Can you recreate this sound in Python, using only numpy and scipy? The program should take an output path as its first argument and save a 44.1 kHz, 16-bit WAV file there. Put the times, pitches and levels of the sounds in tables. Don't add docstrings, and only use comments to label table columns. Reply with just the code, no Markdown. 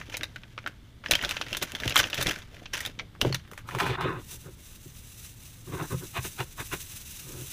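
import sys
import numpy as np
from scipy import signal
from scipy.fft import rfft, irfft, next_fast_len
from scipy.io import wavfile
from scipy.ndimage import uniform_filter1d

SR = 44100
rng = np.random.default_rng(int(sys.argv[2]) if len(sys.argv) > 2 else 0)


def inscribe(sig):
    pcm = np.round(np.clip(np.atleast_2d(sig).T, -1, 1) * 32767)
    wavfile.write(sys.argv[1], SR, pcm.astype(np.int16))


N = 331632

# frequency in Hz, density in dB per Hz.
FOIL_COLOUR = [(180, -50), (300, -1.5), (397, -14.5), (579, -0.5), (694, -7.5), (933, -3.5), (1060, -6.5),
               (1480, 1), (2230, 0.5), (3100, 1.5), (4450, -8), (6090, -5), (8500, -16), (10000, -13.5),
               (10700, -13.5), (11500, -20), (13900, -14), (15300, -18.5)]
# frequency in Hz, width in Hz, level in dB.
PAN_MODES = [(70.4, 16, -7.5), (128.3, 16.5, 4), (168.7, 11.4, -1), (262, 91, -10), (377, 34, -2),
             (445.5, 18, -7), (548, 87, -11.5)]
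# start in seconds, peak of the body in dB, ring in Hz, treble against the body in dB.
STRAINER_TICKS = [(3.4514, -43, 1230, -21), (3.477, -41, 1470, -14), (3.5142, -34, 1260, 1.5),
                  (3.534, -34, 1000, -4), (3.5775, -26.5, 1340, -6), (3.688, -26.5, 1150, -17),
                  (3.7105, -28.5, 1800, -16), (3.7495, -18.5, 1040, -19), (3.787, -20, 1500, -5),
                  (3.8017, -13.5, 1260, -31), (3.866, -15.5, 960, -15), (3.876, -27, 1300, -20),
                  (3.89, -38, 1290, -20), (4.01, -17.5, 1200, -28)]


def pouch_snaps():
    # start in seconds, peak of the body in dB, ring in Hz, treble against the body in dB.
    creases = [(0.014, -24.5, 1340, -32), (0.125, -33, 2500, -25), (0.142, -22, 2270, -17),
               (0.15, -26, 2300, -25), (0.1692, -26, 3800, 3.5), (0.2103, -24, 1500, -22),
               (0.2328, -19, 3610, -7.5), (0.3601, -28, 1490, -16.5), (0.4348, -30.5, 1600, -25),
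               (0.5781, -24.5, 1250, -38), (0.588, -30, 2220, -20), (0.6414, -36, 1490, -38),
               (0.6628, -20, 1540, -34), (0.6744, -19.5, 1400, -13.5), (1.039, -31, 1260, -31),
               (1.061, -17, 1740, -29), (1.0843, -31, 5090, -17), (1.1109, -6.5, 3930, 0),
               (1.1182, -7.5, 3280, -10), (1.1354, -11, 2530, -21), (1.1528, -9, 3020, -10.5),
               (1.1892, -23.5, 1680, -27), (1.2126, -22, 2800, -30), (1.225, -21, 1950, -5),
               (1.2374, -20, 1600, -20), (1.2485, -12.5, 3370, -15), (1.2795, -39, 2530, -24),
               (1.292, -18.5, 3550, -5.5), (1.3103, -13.5, 2560, -8.5), (1.3676, -19, 2500, -28),
               (1.413, -14.5, 2600, -15), (1.4661, -26.5, 1920, -18), (1.5292, -16, 2700, -13),
               (1.5488, -17, 2780, -18), (1.5694, -19.5, 3300, 1.5), (1.616, -23, 3090, -16),
               (1.6241, -18.5, 3780, -2.5), (1.6278, -16, 1400, -0.5), (1.7198, -25.5, 2740, -1),
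               (1.7508, -16, 3170, -13), (1.801, -23.5, 3460, -9), (1.835, -19, 1630, -17),
               (1.878, -14, 2800, -6), (1.8964, -22, 3440, 2), (1.9056, -21.5, 2740, -30),
               (1.924, -16, 2430, -26), (1.944, -27, 3000, -5), (1.9584, -8, 1300, -2),
               (1.9661, -4, 3050, -34), (1.9755, -14.5, 2980, 1), (1.9908, -12, 3500, 1.5),
               (2.0302, -18, 5930, -19), (2.0404, -14, 2560, -33), (2.0715, -33, 1900, -15),
               (2.1005, -24.5, 3580, -3.5), (2.1306, -17, 2560, -28), (2.144, -20, 3270, 1),
               (2.171, -36, 3930, -20), (2.1794, -18.5, 3400, -21), (2.2114, -16.5, 3480, -3),
               (2.2255, -18, 3580, 7.5), (2.2622, -20, 1800, -25), (2.2686, -11.5, 3270, -10),
               (2.3103, -15, 1760, -11), (2.36, -29.5, 1680, -14), (2.3878, -34, 1690, -0.5),
               (2.42, -34.5, 3320, -32), (2.5676, -35, 1720, -15), (2.657, -30.5, 2550, -33),
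               (2.7347, -21.5, 5530, -5.5), (2.7757, -24.5, 1630, -4), (2.8052, -25, 1890, 1.5),
               (2.851, -20.5, 3200, -7.5), (2.861, -22, 3520, -3), (2.9903, -26, 3140, -34),
               (2.9959, -20, 2090, -35), (3.1512, -37, 1050, -23), (3.2095, -35, 2500, -4),
               (3.2141, -6.5, 2850, -10.5), (3.2494, -19.5, 940, -29), (3.3262, -18.5, 4240, -13),
               (3.3452, -16.5, 3540, -4.5)]
    return snaps(creases, crack_t60_s=0.0046, rattle_t60_s=0.048, rattle_db=1.5,
                 width_hz=415, broad_db=-6, click=3.6)


def crumple():
    # time in seconds, level in dB.
    handling = [(0, -58), (0.68, -64.5), (0.74, -66), (1.03, -71), (1.05, -54), (1.2, -46.5), (1.8, -47.5),
                (2.3, -39.5), (2.4, -48), (2.5, -65.5), (2.72, -60), (2.74, -32.5), (2.85, -49),
                (2.92, -60), (3.18, -85), (3.25, -43.5), (3.36, -51.5), (3.5, -80), (3.66, -75)]
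    # peak time in seconds, crackle in dB, air and thump in dB.
    surges = [(0.0, -50, -37), (0.1, -69, -66), (0.127, -43.5, -60), (0.17, -63, -51), (0.23, -61, -42),
              (0.68, -58, -45), (1.04, -84, -47.5), (1.131, -44, -33), (1.24, -38, -39),
              (1.312, -36.5, -50), (1.41, -53, -51), (1.53, -51, -39.5), (1.631, -41.5, -36.5),
              (1.871, -32.5, -28), (2.001, -26.5, -28), (2.048, -52, -35), (2.192, -34.5, -44.5),
              (2.292, -31, -30), (2.55, -54, -47), (2.631, -75, -46), (2.87, -48, -40), (3.019, -66, -43.5),
              (3.263, -71, -23.5), (3.522, -70, -52)]
    rise_db_per_s, fall_db_per_s = 360, 515
    bed_thump_db = -8

    bed, = gains(handling)
    surge_crackle = peaks([(s, db) for s, db, _ in surges], rise_db_per_s, fall_db_per_s)
    surge_thump = peaks([(s, db) for s, _, db in surges], rise_db_per_s, fall_db_per_s)
    crackle_gain = bed + surge_crackle
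    thump_gain = from_db(bed_thump_db) * bed + surge_thump

    creases = grains(2500, spread_db=3.5) * from_db(3.0 * drift(50))
    pitches = np.geomspace(900, 7000, 16)
    dealt = rng.integers(0, 16, N)
    rings = sum(resonance(creases * (dealt == k), hz, 0.049 * hz) / np.sqrt(hz)
                for k, hz in enumerate(pitches))
    dry_and_ringing = rms_one(rings) + from_db(8) * rms_one(creases)
    crackle = rms_one(colour(dry_and_ringing, FOIL_COLOUR))

    lumpy_air = rng.standard_normal(N) * from_db(6.1 * drift(37.5))
    thump = rms_one(colour(lumpy_air, [(30, 2.5), (110, 1.0), (350, -1), (700, -6.0), (1500, -41.5)]))
    return crackle_gain * crackle + thump_gain * thump


def strainer_ticks():
    return snaps(STRAINER_TICKS, crack_t60_s=0.0067, rattle_t60_s=0.13, rattle_db=-9.5,
                 width_hz=580, broad_db=-7.5, click=4.7)


def snaps(events, crack_t60_s, rattle_t60_s, rattle_db, width_hz, broad_db, click):
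    broad_reach = 2.3
    lump_db, lump_s = 3.5, 0.0018
    out, t = np.zeros(N), np.arange(2048) / SR
    noise, lumps = rng.standard_normal((len(events), 2, 2048)).transpose(1, 0, 2)
    lumps = rms_one(uniform_filter1d(lumps, size=round(lump_s * SR)))
    high = signal.butter(4, 7000, "high", fs=SR, output="sos")
    for (s, peak_db, hz, treble_db), draw, lump in zip(events, noise, lumps):
        draw = np.r_[click, draw[1:]]
        crack = from_db(-60 * t / crack_t60_s)
        rattle = from_db(rattle_db + lump_db * lump - 60 * t / rattle_t60_s)
        burst = draw * (crack + rattle)

        coloured = colour(burst, FOIL_COLOUR)
        low_pass = signal.butter(2, broad_reach * hz, fs=SR, output="sos")
        broad = signal.sosfilt(low_pass, coloured)
        ring = resonance(resonance(burst, hz, width_hz), hz, 2 * width_hz)
        body = ring + from_db(broad_db) * broad
        body -= signal.sosfiltfilt(high, body)
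        treble = signal.sosfilt(high, coloured)
        sound = body / np.abs(body).max() + from_db(treble_db) * treble / np.abs(treble).max()
        add(out, from_db(peak_db) * sound, s)
    return out


def sifting():
    # time in seconds, hiss in dB.
    swirl = [(3.64, -93), (3.68, -52), (3.9, -76), (4.05, -69), (4.19, -57), (4.27, -52.5), (4.29, -42.5),
             (4.36, -48), (4.385, -48), (4.49, -58.5), (4.61, -54.5), (4.68, -48.5), (4.82, -54),
             (4.97, -47.5), (5.02, -51), (5.26, -47.5), (5.35, -54), (5.42, -47), (5.61, -53),
             (5.72, -47.5), (6.09, -44), (6.13, -50.5), (6.26, -39), (6.37, -49), (6.57, -48.5), (6.7, -43),
             (7.52, -42)]
    # frequency in Hz, density in dB per Hz.
    grit_colour = [(400, -41), (650, -12), (1370, -4), (2770, -1), (4000, -2), (4450, -5), (5000, -0.5),
                   (6100, -0.5), (10700, -2.5), (11400, -5.5), (13500, 2), (15300, 2.5)]
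    # frequency in Hz, width in Hz, level in dB.
    bowl_bands = [(2750, 300, -2), (3800, 600, -1), (6020, 300, 0), (6400, 400, -3), (7600, 450, 0),
                  (9050, 500, 0), (10700, 500, 2)]
    stir_db, stir_fall_db_per_s = -29, 406

    hits = grains(10000, spread_db=-0.5) * from_db(2.15 * drift(24))
    ticks = colour(hits, grit_colour)
    rings = sum(from_db(db) * resonance(ticks, hz, width) for hz, width, db in bowl_bands)
    stirred = peaks([(s, db + stir_db) for s, db, *_ in STRAINER_TICKS], 3000, stir_fall_db_per_s)
    hiss_gain = gains(swirl)[0] + stirred + jolts(column=4)
    return hiss_gain * rms_one(ticks + 1.2 * rings)


def pan():
    # time in seconds, boom in dB, scratch in dB, rasp of the ridges in dB.
    pulls = [
        [(3.64, -59, -68, -86), (3.682, -56, -48, -54), (3.776, -32, -49, -48), (3.804, -55, -28.5, -32.5),
         (3.816, -30.5, -31, -36.5), (3.924, -32, -39.5, -38), (3.958, -40, -33, -39), (3.965, -43, -55, -49)],
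        [(3.972, -51, -40, -68), (3.985, -39, -32, -53), (4.021, -38, -35.5, -38.5),
         (4.057, -28.5, -33.5, -37.5), (4.151, -38, -40.5, -53), (4.199, -39, -50.5, -53),
         (4.23, -70, -68, -75)],
    ]
    # frequency in Hz, width in Hz, level in dB.
    rim_modes = [(658, 95, -5.5), (965, 313, 0), (1083, 217, 1.5), (1260, 44, 0), (1500, 165, -2.5)]
    # frequency in Hz, width in Hz, level in dB.
    ridge_modes = [(1720, 37, 13), (2240, 570, 12), (2500, 54, 21), (2800, 240, 11), (3550, 133, 14.5),
                   (3960, 240, 6)]

    boom_gain, scratch_gain, rasp_gain = np.sum([gains(pull) for pull in pulls], axis=0)
    boom_gain = boom_gain + jolts(column=3, lag_s=0.0049)
    scratch_gain = scratch_gain + jolts(column=1)
    rasp_gain = rasp_gain + jolts(column=2)

    slips = grains(4000, spread_db=2.5) * from_db(0.98 * drift(57))
    boom = boom_gain * pan_boom(slips)
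    scratch = scratch_gain * rubbed(slips, rim_modes, wander_db=2.0)
    rasp = rasp_gain * rubbed(slips, ridge_modes, wander_db=1.0)
    return boom + scratch + rasp


def pan_boom(excite):
    low_pass = signal.butter(2, 600, fs=SR, output="sos")
    return modes(signal.sosfilt(low_pass, excite), PAN_MODES)


def rubbed(slips, table, wander_db):
    return rms_one(sum(from_db(db + wander_db * drift(5.2)) * resonance(slips, hz, width) * (-1) ** k
                       for k, (hz, width, db) in enumerate(table)))


def jolts(column, lag_s=0):
    # peak time in seconds, scratch in dB, rasp in dB, boom in dB, thrown gravel in dB,
    # spread in seconds.
    nudges = [(4.333, -58.5, -68, -48.5, -46, 0.024), (4.472, -55, -65, -41.5, -72, 0.02),
              (5.69, -50.5, -64, -40, -69, .015), (5.744, -42.5, -48, -32.5, -55, 0.016),
              (5.812, -37, -48, -33, -73, 0.027), (5.931, -39.5, -55, -29, -51, 0.015),
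              (6.028, -50, -72, -39, -75, 0.016), (6.175, -34.5, -36, -38.5, -50.5, 0.017),
              (6.256, -43.5, -42, -37.5, -42, 0.012), (6.407, -35, -36, -34, -48, 0.014),
              (6.606, -33, -39, -36, -50, 0.013), (6.735, -34, -35, -33.5, -41.5, 0.012),
              (7.3, -60, -70, -44.5, -76, 0.046), (7.36, -57, -67, -46, -65, 0.022),
              (7.425, -57, -75, -41, -74, 0.022)]
    t = np.arange(N) / SR
    return sum(from_db(row[column]) * np.exp(-.5 * ((t - row[0] - lag_s) / row[-1]) ** 2)
               for row in nudges)


def thumps_and_knocks():
    # start in seconds, peak in dB, contact in seconds.
    contacts = [(1.861, -24.5, 0.013), (2.194, -29, 0.0086), (3.249, -15, 0.00055), (3.263, -21.5, 0.0055),
                (3.301, -27, 0.0011), (3.307, -24, 0.0064), (3.33, -31, 0.0063), (4.055, -19.5, 0.0015),
                (4.066, -50, 0.01), (4.857, -37.5, 0.0038), (5.744, -36, 0.01), (5.923, -23.5, 0.0028),
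                (5.937, -20, 0.0078), (6.181, -26, 0.011), (6.733, -31.5, 0.0019)]
    out = np.zeros(N)
    t = np.arange(12000) / SR
    for s, peak_db, contact_s in contacts:
        push = np.sin(2 * np.pi * np.minimum(t / contact_s, 1))
        ring = modes(push, PAN_MODES)
        add(out, from_db(peak_db) * ring / np.abs(ring).max(), s)
    return out


def kitchen(x):
    t60_s, wall_cut_hz = 0.2, 17000
    size = next_fast_len(N + SR)
    hz = np.arange(size // 2 + 1) * SR / size
    dull = 1 / (1 + 1j * hz / wall_cut_hz)
    lags_s = rng.uniform(.008, 0.025, 10)
    loops = [from_db(-60 * lag / t60_s) * dull * np.exp(-2j * np.pi * hz * lag) for lag in lags_s]
    echo = sum(loop / (1 - loop) for loop in loops)
    return irfft(rfft(x, size) * echo, size)[:N]


def room_rumble():
    # frequency in Hz, density in dB per Hz.
    rumble_colour = [(12, -50), (20, 1.5), (87, 1), (360, -17.5), (402, -20.5), (783, -29.5), (875, -27),
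                     (1610, -27), (1850, -28), (2190, -25.5), (2450, -32), (3510, -25.5), (4030, -31),
                     (6290, -39), (15300, -44)]
    rumble = rms_one(colour(rng.standard_normal(N), rumble_colour))
    return from_db(-50 + 0.54 * drift(0.87)) * rumble


def hum():
    return from_db(-56.5) * rms_one(resonance(rng.standard_normal(N), hz=114, width_hz=8.1))


def modes(excite, table):
    return rms_one(sum(from_db(db) * resonance(excite, hz, width) * (-1) ** k
                       for k, (hz, width, db) in enumerate(table)))


def resonance(x, hz, width_hz):
    r = np.exp(-np.pi * width_hz / SR)
    zeros = [(1 - r * r) / 2, 0, (r * r - 1) / 2]
    poles = [1, -2 * r * np.cos(2 * np.pi * hz / SR), r * r]
    return signal.lfilter(zeros, poles, x)


def colour(x, points):
    hz = np.maximum(np.arange(2049) * SR / 4096, 1)
    table = np.array(points)
    level_db = np.interp(np.log(hz), np.log(table[:, 0]), table[:, 1])
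    cepstrum = irfft(level_db * np.log(10) / 20)
    cepstrum[1:2048] *= 2
    cepstrum[2049:] = 0
    return signal.fftconvolve(x, irfft(np.exp(rfft(cepstrum))))[:len(x)]


def grains(per_s, spread_db):
    sizes = from_db(spread_db * np.minimum(rng.exponential(1, N), 4)) * rng.choice([-1, 1], N)
    return sizes * (rng.random(N) < per_s / SR) + 1e-18


def drift(rate_hz):
    r = np.exp(-2 * np.pi * rate_hz / SR)
    noise = rng.standard_normal(N + SR)
    return rms_one(signal.lfilter([1], [1, -2 * r, r * r], noise)[SR:])


def gains(rows):
    s, *columns = np.transpose(rows)
    t = np.arange(N) / SR
    return [from_db(np.interp(t, s, c, left=-200, right=-200)) for c in columns]


def peaks(rows, rise_db_per_s, fall_db_per_s):
    t = np.arange(N) / SR
    return sum(from_db(db - np.where(t < s, rise_db_per_s * (s - t), fall_db_per_s * (t - s)))
               for s, db in rows)


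def add(out, sound, s):
    at = round(s * SR)
    out[at:at + len(sound)] += sound[:N - at]


def from_db(db):
    return 10 ** (np.asarray(db) / 20)


def rms_one(x):
    return x / np.sqrt(np.mean(x ** 2) + 1e-20)


def scene():
    near = pouch_snaps() + strainer_ticks() + crumple() + pan() + thumps_and_knocks()
    echo = from_db(-24.5) * kitchen(near)
    return (near + echo + sifting() + room_rumble() + hum())[None]


def record(dry):
    low_pass = signal.ellip(12, .3, 70, 15230, fs=SR, output="sos")
    return signal.sosfilt(low_pass, dry)


dry = scene()
out = record(dry)
inscribe(out)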